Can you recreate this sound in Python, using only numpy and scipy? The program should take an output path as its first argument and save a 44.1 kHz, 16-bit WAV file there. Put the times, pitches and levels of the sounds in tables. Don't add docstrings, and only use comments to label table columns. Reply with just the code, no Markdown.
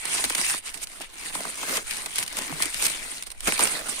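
import sys
import numpy as np
from scipy import signal
from scipy.io import wavfile

SR = 44100
rng = np.random.default_rng(int(sys.argv[2]) if len(sys.argv) > 2 else 0)


def master(y):
    cut = np.clip(np.atleast_2d(y).T, -1, 1)
    pcm = np.round(cut * 32767)
    wavfile.write(sys.argv[1], SR, pcm.astype(np.int16))


N = 176400
TIME = np.arange(N) / SR
BODY_PAN_DB = -2


# time_s, slide_level_db, flutter_level_db
HAND_STROKES = [(0.0, -36, -64), (0.056, -30, -43.5), (0.176, -23, -42), (0.223, -27.5, -45.5),
                (0.247, -25.5, -36), (0.311, -31, -63), (0.331, -26, -53), (0.345, -31, -37.5),
                (0.362, -29.5, -51), (0.38, -23.5, -34.5), (0.415, -24.5, -48), (0.503, -21.5, -53),
                (0.583, -29.5, -63), (0.615, -52, -65), (0.67, -29, -48), (0.73, -40.5, -58.5),
                (0.77, -52, -46.5), (0.83, -30.5, -54.5), (0.852, -53, -58), (0.91, -38.5, -59),
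                (0.998, -43.5, -52.5), (1.014, -32, -46), (1.078, -46.5, -64.5), (1.157, -43, -56.5),
                (1.221, -33.5, -52.5), (1.285, -30.5, -49.5), (1.317, -38.5, -51), (1.349, -30, -46.5),
                (1.413, -33.5, -42.5), (1.477, -34.5, -43.5), (1.556, -34, -52), (1.735, -25.5, -34),
                (1.78, -25.5, -38.5), (1.836, -39.5, -55), (1.9, -30.5, -49), (1.987, -30.5, -49.5),
                (2.055, -37.5, -45), (2.123, -35.5, -56), (2.187, -26, -52), (2.23, -29.5, -42),
                (2.243, -41, -52.5), (2.3, -37.5, -51), (2.39, -29.5, -40.5), (2.554, -36.5, -46.5),
                (2.615, -27.5, -42.5), (2.665, -29, -46), (2.722, -34.5, -58), (2.86, -25.5, -37.5),
                (2.9, -29.5, -46), (3.081, -35.5, -50.5), (3.129, -30.5, -49), (3.217, -40.5, -59),
                (3.252, -51, -67), (3.27, -34.5, -52), (3.289, -62, -60), (3.314, -38, -65),
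                (3.33, -55, -58), (3.405, -46, -65), (3.445, -31.5, -48), (3.48, -20, -31.5),
                (3.528, -26, -43), (3.584, -26.5, -43), (3.62, -21, -32), (3.712, -26.5, -41),
                (3.77, -27.5, -38.5), (3.83, -36.5, -46.5), (3.919, -27, -36.5), (3.943, -33, -50.5),
                (3.999, -29.5, -45.5)]
# frequency_hz, level_db
SLIP_TONE = [(150, -18.5), (600, -12.5), (1300, -5.5), (2300, -1.5), (4200, -1.5), (6500, -6.5), (9300, 3),
             (12000, -18), (15500, -14)]
# frequency_hz, level_db
CREASE_TONE = [(150, -7), (700, -4.5), (2400, 4.5), (5000, 0.5), (9200, 6.5), (12000, -20), (15500, -6)]
# frequency_hz, level_db
BODY_TONE = [(70, -48), (120, -19.5), (165, -2.5), (330, 1.5), (560, -2), (900, -1.5), (1500, -1.5),
             (3000, -18)]

def sliding_leaves():
    slide_db, flutter_db = in_time(HAND_STROKES)
    judder_db = 2.5 * drift(rate_hz=58.6)
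    effort = from_db(slide_db)
    slipping = effort * grains(per_s=9900, spread_db=-1, decay_s=0.00025)
    slips = from_db(-4.5) * coloured(slipping, SLIP_TONE, flicker_db=3)
    creasing = effort * grains(per_s=130, spread_db=2.2, decay_s=0.00048)
    creases = from_db(-10) * coloured(creasing, CREASE_TONE, flicker_db=1.5)
    shaking = from_db(flutter_db + 2.5 + judder_db) * grains(per_s=1200, spread_db=4, decay_s=0.00092)
    flutter = coloured(shaking, BODY_TONE, flicker_db=1.5)
    return slips + creases + pan(BODY_PAN_DB) * flutter


# peak_s, level_db, length_s, pan_db
FIBRE_SNAPS = [(.0546, -22, .0025, -3), (.241, -16, .0025, -1), (.2485, -20, .0025, 0),
               (.2529, -21, .0021, 0), (.298, -19, .005, -1), (.3498, -15, .0018, -2),
               (.353, -20, .0016, -3), (.3815, -21, .0015, -5), (.4134, -21, .0015, -5),
               (.7425, -28, .008, -6), (.7744, -32, .005, -3), (.8712, -30, .002, -1),
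               (1.0013, -33, .001, 0), (1.016, -30, .004, -5), (1.3512, -23, .002, 2),
               (1.7708, -22, .002, 0), (1.9095, -19, .0018, 3), (1.9692, -24, .0015, 0),
               (2.06, -22.5, .0026, -3), (2.158, -21, .0022, -1), (2.1835, -16, .003, 1),
               (2.1885, -21, .002, 0), (2.2272, -21.5, .0026, -3), (2.2634, -31, .003, -2),
               (2.2783, -24.5, .0025, -1), (2.3271, -28, .0016, 0), (2.3695, -23, .0014, -4),
               (2.6228, -13.5, .0028, 1), (2.6326, -17, .0018, 4), (2.656, -19, .0016, -5),
               (2.7435, -19.5, .0015, 0), (2.8244, -16, .0013, -3), (2.882, -22, .004, 4),
               (2.9007, -23, .0013, 5), (3.2247, -23.5, .0015, 1), (3.235, -34, .003, 2),
               (3.2685, -33, .007, -3), (3.303, -30, .0016, -2), (3.3165, -28, .0023, -10),
               (3.406, -25.5, .0013, 0), (3.476, -21, .008, -3), (3.5221, -19, .0016, 1),
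               (3.5929, -14, .0016, -5), (3.6073, -15, .002, -3), (3.6538, -20, .002, -6)]
# frequency_hz, level_db
SNAP_TONE = [(150, -8), (700, -6), (2400, 1), (5000, 2.5), (7000, -1.5), (9200, 7), (12000, -13),
             (15500, -5)]

def snapping_fibres():
    rise_share, shiver_decay_s, tick_decay_s, trim_db = 0.2, 0.008, 0.00022, -2.5
    power = np.zeros((2, N))
    for peak_s, level_db, length_s, pan_db in FIBRE_SNAPS:
        t = since(peak_s)
        rise_s = length_s * rise_share
        attack = np.exp(np.minimum(TIME - peak_s, 0) / rise_s)
        release = np.exp(-t / (length_s - rise_s))
        shiver = from_db(-28) ** 2 * np.exp(-t / shiver_decay_s)
        tick = from_db(3) ** 2 * np.exp(-np.abs(TIME - peak_s) / tick_decay_s)
        power += (pan(pan_db) * from_db(level_db + trim_db)) ** 2 * (attack * (release + shiver) + tick)
    return panned_bursts(power, SNAP_TONE)


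# parting_s, level_db, swell_s, pan_db
LEAF_TEARS = [(.842, -28, .008, -2), (1.777, -25, .035, 0), (2.2355, -24, .0015, 5), (2.389, -23, .007, 5),
              (2.868, -17.5, .022, 0)]
# frequency_hz, level_db
TEAR_TONE = [(150, -15), (2400, -1.5), (9200, 6), (12000, -0.5), (15500, -6)]

def tearing_leaves():
    release_s, trim_db = 0.0015, -1.5
    power = np.zeros((2, N))
    for parting_s, level_db, swell_s, pan_db in LEAF_TEARS:
        swell = np.exp(np.minimum(TIME - parting_s, 0) / swell_s)
        release = np.exp(-since(parting_s) / release_s)
        power += (pan(pan_db) * from_db(level_db + trim_db)) ** 2 * swell * release
    rasp = grains(per_s=3000, spread_db=0.83, decay_s=0.000071)
    return panned_bursts(power * rasp ** 2, TEAR_TONE)


# start_s, level_db, settled_pitch_hz
LEAF_POPS = [(.301, -21, 850), (.380, -27, 1300), (.540, -22, 900), (1.006, -28, 550), (1.352, -22, 800),
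             (1.404, -26, 520), (1.451, -22, 850), (1.629, -23.5, 870), (1.773, -22, 950),
             (2.061, -31, 600), (2.388, -27, 550), (2.524, -27, 650), (2.601, -22, 850), (3.521, -18, 1600),
             (3.593, -17, 760)]

def buckling_leaves():
    rise_s, decay_s, trim_db = 0.0015, 0.0025, 5.5
    overshoot, sag_s = 1.15, 0.0018
    ring, puff = np.zeros((2, N))
    roughness = 1 + 0.45 * drift(rate_hz=650)
    for start_s, level_db, pitch_hz in LEAF_POPS:
        t = since(start_s)
        cycles = pitch_hz * (t + overshoot * sag_s * (1 - np.exp(-t / sag_s)))
        attack = 1 - np.exp(-(t / rise_s) ** 2)
        envelope = from_db(level_db + trim_db) * attack * np.exp(-t / decay_s)
        ring += envelope * np.sin(2 * np.pi * cycles)
        puff += envelope * from_db(-4.5)
    return pan(BODY_PAN_DB) * (ring * roughness + coloured(puff, BODY_TONE, flicker_db=2))


# start_s, level_db, pitch_hz, t60_s
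COB_BUMPS = [(0.262, -25, 248, 0.036), (0.999, -36, 332, 0.041), (2.504, -20, 274, 0.042),
             (2.523, -29.5, 155.6, 0.18), (2.659, -20, 300, 0.027), (3.476, -19, 205, 0.055)]

def bumping_cob():
    rise_s = 0.0029
    knocks = np.zeros(N)
    for start_s, level_db, pitch_hz, t60_s in COB_BUMPS:
        t = since(start_s)
        envelope = (1 - np.exp(-t / rise_s)) * from_db(-60 * t / t60_s)
        knocks += from_db(level_db) * envelope * np.sin(2 * np.pi * pitch_hz * t)
    return pan(-13) * knocks


def cob_echo(sound):
    gain, delay_s, sway = 0.24, 0.001186, 0.217
    reflection = np.zeros((2, N))
    for port in range(2):
        lag_s = delay_s * np.exp(sway * drift(rate_hz=1.486))
        reflection[port] = np.interp(TIME - lag_s, TIME, sound[port])
    return (sound + gain * reflection) / np.hypot(1, gain)


def heap_scatter(sound):
    gap_s, t60_s, return_db = 0.003, 0.045, -17.5
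    t = TIME[:SR // 5]
    echoes = rng.standard_normal((2, len(t))) * from_db(-60 * t / t60_s) * (t > gap_s)
    echoes /= np.sqrt(np.sum(echoes ** 2, axis=1, keepdims=True))
    return from_db(return_db) * signal.fftconvolve(sound, echoes, axes=1)[:, :N]


# time_s, level_db
BREEZE_GUSTS = [(0, -51), (1.7, -52.5), (1.87, -46), (2.05, -51), (2.95, -48), (3.2, -52), (3.47, -38),
                (3.62, -49), (4, -48)]
# frequency_hz, level_db
AIR_TONE = [(100, -16), (300, -7), (1000, -8), (4000, -8), (15000, -60)]

def outdoor_air():
    breeze_db, = in_time(BREEZE_GUSTS)
    sub_bass = signal.butter(2, [4, 28.6], "band", fs=SR, output="sos")
    rumble = signal.sosfilt(sub_bass, rng.standard_normal((2, N + SR)))[:, SR:]
    breeze = from_db(breeze_db) * pan(-2.5) * unit_power(rumble)
    return breeze + from_db(-61) * coloured(1, AIR_TONE, flicker_db=3)


# frequency_hz, correlation
STEREO_CORRELATION = [(40, 0.097), (200, 0.5), (700, 0.48), (2000, 0.07), (5000, 0.21), (14000, 0.14)]

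def coloured(envelope, tone, flicker_db):
    edges = np.geomspace(20, 17000, 27)
    centres = np.sqrt(edges[1:] * edges[:-1])
    gains = from_db(at_hz(tone, centres))
    gains /= np.sqrt(np.sum(gains ** 2 * np.diff(edges)) / (SR / 2))
    noise = rng.standard_normal((2, 2, N)) * envelope + 1e-18
    out = np.zeros((2, N))
    for k, hz in enumerate(centres):
        bandpass = signal.butter(2, edges[k:k + 2], "band", fs=SR, output="sos")
        mid, side = signal.sosfilt(bandpass, noise[k % 2])
        alike = at_hz(STEREO_CORRELATION, hz)
        band = np.sqrt((1 + alike) / 2) * mid + np.sqrt((1 - alike) / 2) * side * [[1], [-1]]
        out += gains[k] * from_db(flicker_db * drift(rate_hz=17.4)) * band
    return out


def panned_bursts(power, tone):
    mean = power.mean(axis=0) + 1e-18
    return np.sqrt((power + 1e-18) / mean) * coloured(np.sqrt(mean), tone, flicker_db=0)


def grains(per_s, spread_db, decay_s):
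    sizes = from_db(spread_db * np.minimum(rng.exponential(1, N), 3.5))
    power = (rng.random(N) < per_s / SR) * sizes ** 2
    pole = np.exp(-2 / (decay_s * SR))
    return unit_power(np.sqrt(signal.lfilter([1], [1, -2 * pole, pole ** 2], power + 1e-18)))


def drift(rate_hz):
    hop, warm_up = 40, 2000
    pole = np.exp(-2 * np.pi * rate_hz * hop / SR)
    noise = rng.standard_normal(N // hop + warm_up + 2)
    wander = signal.lfilter([1], [1, -2 * pole, pole ** 2], noise)[warm_up:]
    return np.interp(np.arange(N) / hop, np.arange(len(wander)), unit_power(wander))


def in_time(rows):
    times_s, *columns = np.transpose(rows)
    return [np.interp(TIME, np.sort(times_s), column) for column in columns]


def at_hz(curve, hz):
    frequencies_hz, values = np.transpose(curve)
    return np.interp(np.log(hz), np.log(frequencies_hz), values)


def pan(db):
    gains = from_db(np.array([[0.5], [-0.5]]) * db)
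    return gains / np.sqrt(np.mean(gains ** 2, axis=0))


def since(start_s):
    return np.maximum(TIME - start_s, 0)


def from_db(db):
    return 10 ** (np.asarray(db) / 20)


def unit_power(x):
    return x / np.sqrt(np.mean(x ** 2) + 1e-20)


# time_s, pan_db
HUSK_PATH = [(0, -1), (.8, -1), (1.4, -0.5), (2.45, 1.5), (3.1, 2), (3.55, -2), (4, -3)]

def scene():
    left_lead_s = 0.00019
    pan_db, = in_time(HUSK_PATH)
    handling = cob_echo(sliding_leaves()) + buckling_leaves() + bumping_cob()
    breaking = cob_echo(snapping_fibres() + tearing_leaves())
    left, right = pan(pan_db) * handling + breaking
    husk = np.array([left, np.roll(right, round(left_lead_s * SR))])
    return husk + heap_scatter(husk) + outdoor_air()


# centre_hz, width_hz, gain_db
PORT_RESONANCES = [
    [(2200, 610, 7), (10300, 1600, -2.5), (14100, 1000, 2)],
    [(9110, 510, 6.5)],
]

def record(dry):
    channels = []
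    for channel, resonances in zip(dry, PORT_RESONANCES):
        for centre_hz, width_hz, gain_db in resonances:
            peak = signal.iirpeak(centre_hz, centre_hz / width_hz, fs=SR)
            channel = channel + (from_db(gain_db) - 1) * signal.lfilter(*peak, channel)
        channels.append(channel)
    high_cut = signal.ellip(10, 0.2, 80, 15500, fs=SR, output="sos")
    return signal.sosfilt(high_cut, np.array(channels))


dry = scene()
out = record(dry)
master(out)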